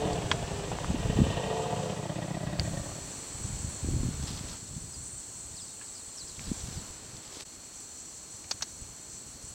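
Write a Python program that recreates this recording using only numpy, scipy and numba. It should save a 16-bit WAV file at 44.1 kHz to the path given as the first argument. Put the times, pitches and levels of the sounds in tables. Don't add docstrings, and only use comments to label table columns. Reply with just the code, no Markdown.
import sys
import numpy as np
from scipy import signal
from scipy.fft import rfft, irfft, next_fast_len
from scipy.io import wavfile
from scipy.ndimage import uniform_filter1d
from numba import njit

SR = 44100
rng = np.random.default_rng(int(sys.argv[2]) if len(sys.argv) > 2 else 0)


def materialize(psi):
    bounded = np.clip(np.atleast_2d(psi).T, -1, 1)
    quanta = np.round(bounded * 32767).astype(np.int16)
    wavfile.write(sys.argv[1], SR, quanta)


N = 420713
TIME = np.arange(N) / SR

# start_s, leaves_db, hiss_db, cricket_db
BACKGROUND = [(0, -44, -64, -61), (1.95, -47, -64.5, -62.5), (2.59, -48, -58.5, -56),
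              (4.57, -54.5, -60.5, -59.5), (6.4, -49.5, -58, -57.5), (6.9, -52, -62, -60),
              (7.44, -55, -61, -59)]


def from_db(db):
    return 10 ** (np.asarray(db) / 20)


def rms_one(x):
    return x / np.sqrt(np.mean(x ** 2) + 1e-20)


def evened(x, seconds):
    power = uniform_filter1d(x ** 2, max(int(seconds * SR), 2))
    return x / np.sqrt(np.abs(power) + 1e-12)


def in_time(rows):
    times, *columns = np.transpose(rows)
    return [np.interp(TIME, times, column) for column in columns]


def in_steps(rows, fade_s=.035):
    times, *columns = np.transpose(rows)
    row = np.searchsorted(times[1:], TIME)
    return [uniform_filter1d(column[row], int(fade_s * SR)) for column in columns]


def swell(peak_s, peak_db, rise_s, fall_s, roundness=1):
    away = np.maximum((peak_s - TIME) / rise_s, (TIME - peak_s) / fall_s)
    return from_db(peak_db - 20 * np.minimum(away ** roundness, 10))


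def swells(rows):
    return np.sqrt(sum(swell(*row) ** 2 for row in rows))


def add(out, start_s, sound):
    at = int(start_s * SR)
    out[at:at + len(sound)] += sound[:N - at]


def shaped(x, gain):
    size = next_fast_len(len(x))
    hz = np.arange(size // 2 + 1) * SR / size + 1e-6
    return irfft(rfft(x, size) * gain(hz), size)[:len(x)]


def noise(colour):
    hz, db = np.transpose(colour)
    white = rng.standard_normal(N)
    return rms_one(shaped(white, lambda f: from_db(np.interp(np.log(f), np.log(hz), db))))


def drift(rate_hz):
    return rms_one(shaped(rng.standard_normal(N), lambda f: np.exp(-(f / rate_hz) ** 2)))


def band(x, low_hz, high_hz, order=2):
    edges_hz = [low_hz, min(high_hz, SR / 2 - 1)]
    return signal.sosfilt(signal.butter(order, edges_hz, "band", fs=SR, output="sos"), x)


def shifted(x, hz):
    turning = np.exp(2j * np.pi * np.cumsum(hz) / SR)
    return np.real(signal.hilbert(x, next_fast_len(N))[:N] * turning)


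@njit
def resonate(x, angle, decay):
    out, state = np.zeros(len(x)), 0j
    for i in range(len(x)):
        state = state * decay * complex(np.cos(angle[i]), np.sin(angle[i])) + x[i]
        out[i] = 2 * (1 - decay) * state.real
    return out


def rumble(beat_at_s=2.278, second_beat_cycles=.40, jitter_cycles=.012, shimmer_db=1.4,
           puff_s=.005, folds_open_s=.009):
    # time_s, chest_db, mouth_db, rasp_db
    loudness = [(0.08, -35.5, -34.5, -46.5), (0.3, -40, -41, -50), (0.9, -43, -43.5, -51),
                (1.38, -37, -36, -42.5), (1.56, -39.5, -35.5, -47), (1.76, -36, -37.5, -50),
                (2.0, -37, -39.5, -51), (2.75, -36, -42.5, -52), (2.87, -45, -45.5, -58),
                (3.1, -51.5, -55.5, -64), (3.3, -76, -61, -89)]
    # time_s, pairs_per_s, air_leak (0-1), tuning (multiplies the ringing pitches)
    folds = [(.12, 19.5, 1, 0.97), (.24, 11.5, 1, 0.86), (.75, 12.5, 0.87, .98), (1.3, 15.15, 1, .95),
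             (1.8, 15.15, .7, .987), (2.02, 15.2, .27, 0.98), (2.2, 16.1, .35, 0.97),
             (2.45, 16.3, .3, 0.99), (2.8, 16.45, 0.53, 0.94)]
    # time_s, closed (0-1)
    closing = [(1.85, 0.08), (2.2, 0.99)]
    # pitch_hz, width_hz, mouth_open_db, mouth_closed_db
    chest_rings = [(93, 36, -3.5, -8), (150, 62, 0.5, 1), (201, 49, -1.5, -2)]
    mouth_rings = [(308, 42, -9, 0), (427, 52, -6, -12.5), (515, 41, -1.5, -10), (603.4, 42, -4, 0),
                   (720, 46, -3, -2.5), (894, 40, -6.5, -9.5), (1004, 44, -8, -11.5),
                   (1256, 87, -12.5, -11)]
    rasp_rings = [(1658, 46, -6, 0.5), (1962, 55, -1.5, 5.5), (2572, 45, -2, -1), (2880, 78, -1, -10),
                  (3180, 81, -0.5, -6), (3720, 300, -6, -6), (4420, 170, -9, -14)]

    size = int(loudness[-1][0] * SR)
    chest_db, mouth_db, rasp_db = in_time(loudness)
    pairs_per_s, leak, tuning, closed = [curve[:size] for curve in in_time(folds) + in_time(closing)]
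    cycles = np.cumsum(pairs_per_s) / SR
    cycles -= np.interp(beat_at_s, TIME[:size], cycles)
    cycles += jitter_cycles * drift(15)[:size]
    first, second = [np.diff(np.floor(cycles - lag), prepend=np.floor(cycles[0] - lag)) > 0
                     for lag in (0, second_beat_cycles)]
    strength = from_db(shimmer_db * rng.standard_normal(size))

    def flow(beats, rise_s):
        age = TIME[:SR // 10] / rise_s
        return signal.fftconvolve(beats, age * np.exp(1 - age))[:size]

    def cavity(rings, level_db, breathiness, second_beat_db, low_hz, high_hz):
        beats = strength * (first + from_db(second_beat_db) * second)
        breath = (flow(beats, puff_s) + leak) * rng.standard_normal(size)
        source = rms_one(beats) + breathiness * rms_one(breath)
        rung = 0
        for k, (hz, width_hz, open_db, closed_db) in enumerate(rings):
            gain = from_db(open_db + closed * (closed_db - open_db))
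            ring = resonate(source, 2 * np.pi * hz * tuning / SR, np.exp(-np.pi * width_hz / SR))
            rung += (-1) ** k * gain * ring
        rung *= flow(beats, folds_open_s) + 10 * leak ** 2
        rung = band(rung, low_hz, high_hz, order=3)
        rung = band(rung, low_hz / 2, high_hz)
        return evened(rung, seconds=.142) * from_db(level_db[:size])

    chest = cavity(chest_rings, chest_db, breathiness=.57, second_beat_db=-.5, low_hz=55, high_hz=248)
    mouth = cavity(mouth_rings, mouth_db, breathiness=1.65, second_beat_db=.5, low_hz=267, high_hz=1280)
    rasp = cavity(rasp_rings, rasp_db, breathiness=5.8, second_beat_db=-10, low_hz=1510, high_hz=4170)
    return np.pad(chest + mouth + rasp, (0, N - size))


def overtones(pitch_wander=.0057, flutter_db=1.0):
    # peak_s, level_db, rise_s, fall_s, pitch_hz, glide_hz_per_s
    tones = [(.03, -32, 0.44, 0.21, 440, -120), (.1, -40.5, 0.56, 0.35, 304, -26),
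             (0.055, -39, .3, .2, 720, -110), (.3, -40.5, .1, .18, 399, -19.5),
             (0.377, -42.5, .2, 0.16, 702, -30.5), (.6, -38, .14, 0.14, 401, -25.5),
             (1.165, -40.5, 0.24, 0.27, 433, 35), (1.526, -34, 0.23, .35, 440, 20),
             (1.88, -41, 0.16, 0.22, 430, -70), (1.75, -39.5, 0.65, .33, 712, 20),
             (1.55, -45, .3, 0.46, 888, -40), (1.8, -42.5, 0.32, .3, 510, 15)]
    out, unsteady = 0, 1 + pitch_wander * drift(23)
    for peak_s, db, rise_s, fall_s, hz, glide in tones:
        pitch_hz = (hz + glide * (TIME - peak_s)) * unsteady
        phase = 2 * np.pi * np.cumsum(pitch_hz) / SR
        out += swell(peak_s, db, rise_s, fall_s, roundness=1.86) * np.sin(phase)
    return out * from_db(flutter_db * drift(24))


def wind(calm_db=-60, lump_db=4.0, bumps_per_s=6, over_gust_db=3.5, spread_db=1.5,
         bump_hz=175, spread_octaves=.3, rise_cycles=.51):
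    # peak_s, level_db, rise_s, fall_s
    gusts = [(.25, -38, 3, 2.4), (.92, -33, 0.18, .4), (1.22, -27, 0.5, 0.23), (2.62, -35.5, 0.39, 0.61),
             (3.45, -38, 0.27, 0.33), (3.62, -35, 0.33, .2), (3.92, -27, 0.16, 0.65), (4.77, -44, .2, 0.45),
             (4.98, -49.5, .15, 0.56), (5.5, -49, .3, 0.25), (6.47, -41.5, 0.23, 0.82),
             (6.77, -41, 0.55, 0.1), (7.12, -50.5, 0.26, 0.17), (8.55, -54, 0.44, 0.34),
             (8.83, -47, .2, 0.17), (9.54, -51, 1.05, .5)]
    # frequency_hz, level_db
    colour = [(12, -26), (30, -3.5), (75, 2), (120, -0.5), (190, -8), (290, -15), (400, -24), (600, -32),
              (1500, -56)]
    # start_s, level_db, pitch_hz
    hard_bumps = [(0.901, -19, 132), (.945, -19, 246), (1.096, -15.5, 155), (1.188, -12.5, 238),
                  (1.202, -17, 164), (1.216, -8.5, 162), (1.266, -21, 171), (2.596, -24.5, 131),
                  (3.643, -25, 107), (3.845, -23.5, 227), (3.886, -23.5, 280), (4.032, -22, 214),
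                  (4.086, -22, 200), (4.305, -29, 153), (4.408, -30.5, 137), (4.763, -28.5, 123),
                  (4.975, -38, 97), (5.131, -39, 108), (6.515, -18.5, 210), (6.684, -32, 170),
                  (7.131, -41, 137), (7.369, -34.5, 290)]
    gust = np.hypot(swells(gusts), from_db(calm_db))
    swirls = evened(noise(colour) * from_db(lump_db * drift(33)), seconds=.16)
    out = gust * from_db(-.5) * swirls
    chance, loud, high = rng.random(N), rng.standard_normal(N), rng.standard_normal(N)
    small_bumps = []
    for i in np.flatnonzero(chance < bumps_per_s / SR):
        db = 20 * np.log10(gust[i]) + over_gust_db + spread_db * loud[i]
        small_bumps.append((i / SR, db, bump_hz * 2 ** (spread_octaves * high[i])))
    for start_s, db, hz in hard_bumps + small_bumps:
        cycles = TIME[:SR // 10] * hz
        age = cycles / rise_cycles
        thud = (age * np.exp(1 - age)) ** 2 * np.sin(2 * np.pi * cycles)
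        add(out, start_s, from_db(db) * thud)
    return out


def far_leaves():
    # frequency_hz, level_db
    leaves_colour = [(15, -17), (40, -24.5), (130, -3.5), (220, 1), (330, 0.5), (550, -4), (1000, -5.5),
                     (2000, -10.5), (3200, -11), (6000, -14), (10000, -30.5), (16000, -39)]
    hiss_colour = [(1000, -35), (3000, -2), (6000, 3.5), (10000, -0.5), (16000, -3.5)]
    leaves_db, hiss_db, _ = in_steps(BACKGROUND)
    return from_db(leaves_db) * noise(leaves_colour) + from_db(hiss_db) * noise(hiss_colour)


def insect_hiss(bands):
    def gain(f):
        return np.sqrt(sum(from_db(db) ** 2 / (1 + ((f - hz) / width_hz * np.pi / 2) ** 2) ** 3
                           for hz, width_hz, db in bands))
    return rms_one(shaped(rng.standard_normal(N), gain))


def cicadas(drum_hz=58, buzz_depth=.072, rate_wander=.0295, waver_db=1.0,
            pitch_wander_hz=15, sag_hz_per_s=90):
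    # time_s, level_db
    chorus_levels = [(0, -47.5), (2.0, -49.5), (2.57, -57.5), (2.61, -46.5), (3.7, -45), (4.6, -48),
                     (5.4, -47), (6.1, -50), (6.6, -45.5), (7.1, -50), (8.2, -46.5), (9.54, -47.5)]
    # pitch_hz, width_hz, level_db
    chorus_bands = [(3800, 150, -21), (5080, 380, -15), (5660, 260, -8.5), (6028, 320, -3.5),
                    (6710, 570, -6), (7240, 100, 1.5), (7450, 360, -1.5), (7830, 110, 2.5),
                    (8005, 240, -1.5), (8530, 350, -4.5), (9170, 280, -12), (9800, 270, -21)]
    near_bands = [(6760, 700, -10.5), (7370, 390, -2), (7950, 520, 0.5), (8490, 230, -2.5),
                  (8850, 520, -10)]
    # peak_s, level_db, rise_s, fall_s, pitch_offset_hz
    near_swells = [(3.5, -45, 1.9, 3.5, -60), (5.1, -46, 1.2, 4.5, 60), (6.1, -49, 1.3, .9, -60)]
    voices = [(chorus_bands, from_db(in_time(chorus_levels)[0]), 0)]
    for peak_s, db, rise_s, fall_s, offset_hz in near_swells:
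        sag_hz = sag_hz_per_s * (TIME - peak_s)
        voices.append((near_bands, swell(peak_s, db, rise_s, fall_s), offset_hz - sag_hz))
    out = 0
    for bands, gain, offset_hz in voices:
        phase = 2 * np.pi * np.cumsum(drum_hz * (1 + rate_wander * drift(3.6))) / SR
        buzz = 1 + buzz_depth * (np.cos(phase) + np.cos(2 * phase) / 2)
        song = buzz * shifted(insect_hiss(bands), offset_hz + pitch_wander_hz * drift(3))
        out += gain * from_db(waver_db * drift(11)) * song
    return out


def cricket(pitch_hz=4326, width_hz=300):
    _, _, cricket_db = in_steps(BACKGROUND)
    return from_db(cricket_db) * evened(insect_hiss([(pitch_hz, width_hz, 0)]), seconds=.013)


def twigs(splinter_times_longer=3.5):
    # start_s, level_db, pitch_hz, ring_s (time to fade 60 dB), splinter_db (against the ring)
    snaps = [(.132, -29, 4500, 0.0064, -11), (0.3148, -11.5, 3280, 0.013, -14),
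             (0.3154, -14, 1710, 0.011, -11), (.316, -20, 970, 0.017, -9), (.716, -25, 700, 0.011, -7),
             (0.787, -19.5, 930, 0.0076, -24), (.845, -21.5, 1090, 0.0069, -12.5),
             (2.5967, -12.5, 4640, 0.0064, -22), (2.598, -29, 2200, 0.01, -17),
             (5.813, -42.5, 1700, 0.033, -8), (6.3938, -31, 1990, 0.0027, -2.5),
             (7.803, -40, 8600, .008, 0), (8.441, -49, 3000, .012, 3), (8.61, -40, 1430, 0.032, -5)]
    out, t = np.zeros(N), TIME[:SR // 10]
    for start_s, db, hz, ring_s, splinter_db in snaps:
        ring = np.sin(2 * np.pi * hz * t) * from_db(-60 * t / ring_s)
        splinters = rms_one(band(rng.standard_normal(len(t)), hz / 2, hz * 2.04, order=3))
        splinters *= from_db(splinter_db - 60 * t / (ring_s * splinter_times_longer))
        add(out, start_s, from_db(db) * (ring + splinters))
    return band(out, low_hz=200, high_hz=8100)


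def bushes(crackle_db=4.5):
    # peak_s, level_db, rise_s, fall_s
    rustles = [(4.27, -47, 0.26, 0.65), (4.54, -52, .2, 0.046), (6.5, -52.5, 0.66, 1.3),
               (7.27, -56, .25, .2), (7.416, -41.5, 0.2, 0.03)]
    # frequency_hz, level_db
    colour = [(200, -40), (400, -0.5), (1200, -9), (2400, -10.5), (3500, -1.5), (5500, -1), (8000, -13.5),
              (11000, -19), (16000, -31)]
    return swells(rustles) * rms_one(noise(colour) * from_db(crackle_db * drift(135)))


def birds(start_hz=6080, chirp_s=.063, flutter_db=3.5, echo_db=-4, echo_s=.018,
          flock_span_s=(5.62, 6.72), flock_chirps=24, flock_db=-60.5, flock_end_hz=3510,
          spread_db=2.0, spread_octaves=.2):
    # start_s, level_db, end_hz
    near_chirps = [(4.915, -55, 4200), (5.551, -49, 3300), (5.585, -51.5, 4500), (6.168, -43, 3950),
                   (6.258, -57, 3800), (6.44, -53, 3900), (6.743, -51.5, 3900)]
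    flock = []
    for slot_s in np.linspace(*flock_span_s, flock_chirps):
        late, loud, high = rng.standard_normal(3)
        end_hz = flock_end_hz * 2 ** (spread_octaves * high)
        flock.append((slot_s + chirp_s * late / 2, flock_db + spread_db * loud, end_hz))
    out, progress = np.zeros(N), np.linspace(0, 1, int(chirp_s * SR))
    arch = np.sqrt(np.abs(np.sin(np.pi * progress)))
    for start_s, db, end_hz in near_chirps + flock:
        hz = end_hz + (start_hz - end_hz) * (1 - progress) ** 1.6
        add(out, start_s, from_db(db) * arch * np.sin(2 * np.pi * np.cumsum(hz) / SR))
    out *= from_db(flutter_db * drift(150))
    scatter = rng.standard_normal(SR // 10) * np.exp(-TIME[:SR // 10] / echo_s)
    echo = signal.fftconvolve(out, scatter / np.linalg.norm(scatter))[:N]
    return out + from_db(echo_db) * echo


def shutter(strike_s=.0023, bounce_after_s=.0026, bounce_db=-3, rattle_s=.0057):
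    # start_s, level_db
    clacks = [(8.5111, -22), (8.6229, -23.5)]
    # frequency_hz, level_db
    colour = [(100, -22), (400, -11), (1100, -6), (2200, -9), (3200, -11.5), (3850, -1), (4400, 2.5),
              (5000, -1.5), (6500, 1), (7100, -10), (9000, -29), (11000, -36), (16000, -39)]
    force, t = np.zeros(N), TIME[:SR // 10]
    for start_s, db in clacks:
        add(force, start_s, from_db(db) * np.exp(-t / strike_s))
        add(force, start_s + bounce_after_s, from_db(db + bounce_db) * np.exp(-t / rattle_s))
    return force * noise(colour)


def scene():
    mono = rumble() + overtones() + wind() + far_leaves() + cicadas() + cricket()
    mono += twigs() + bushes() + birds() + shutter()
    return np.array([mono, mono])


def record(dry, dip_at_s=7.445, dip_db=-17, dip_width_s=.0066, cutoff_hz=15900):
    dip = from_db(dip_db * np.exp(-((TIME - dip_at_s) / dip_width_s) ** 2))
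    treble_cut = signal.ellip(12, .1, 80, cutoff_hz, fs=SR, output="sos")
    return signal.sosfilt(treble_cut, dry * dip)


dry = scene()
out = record(dry)
materialize(out)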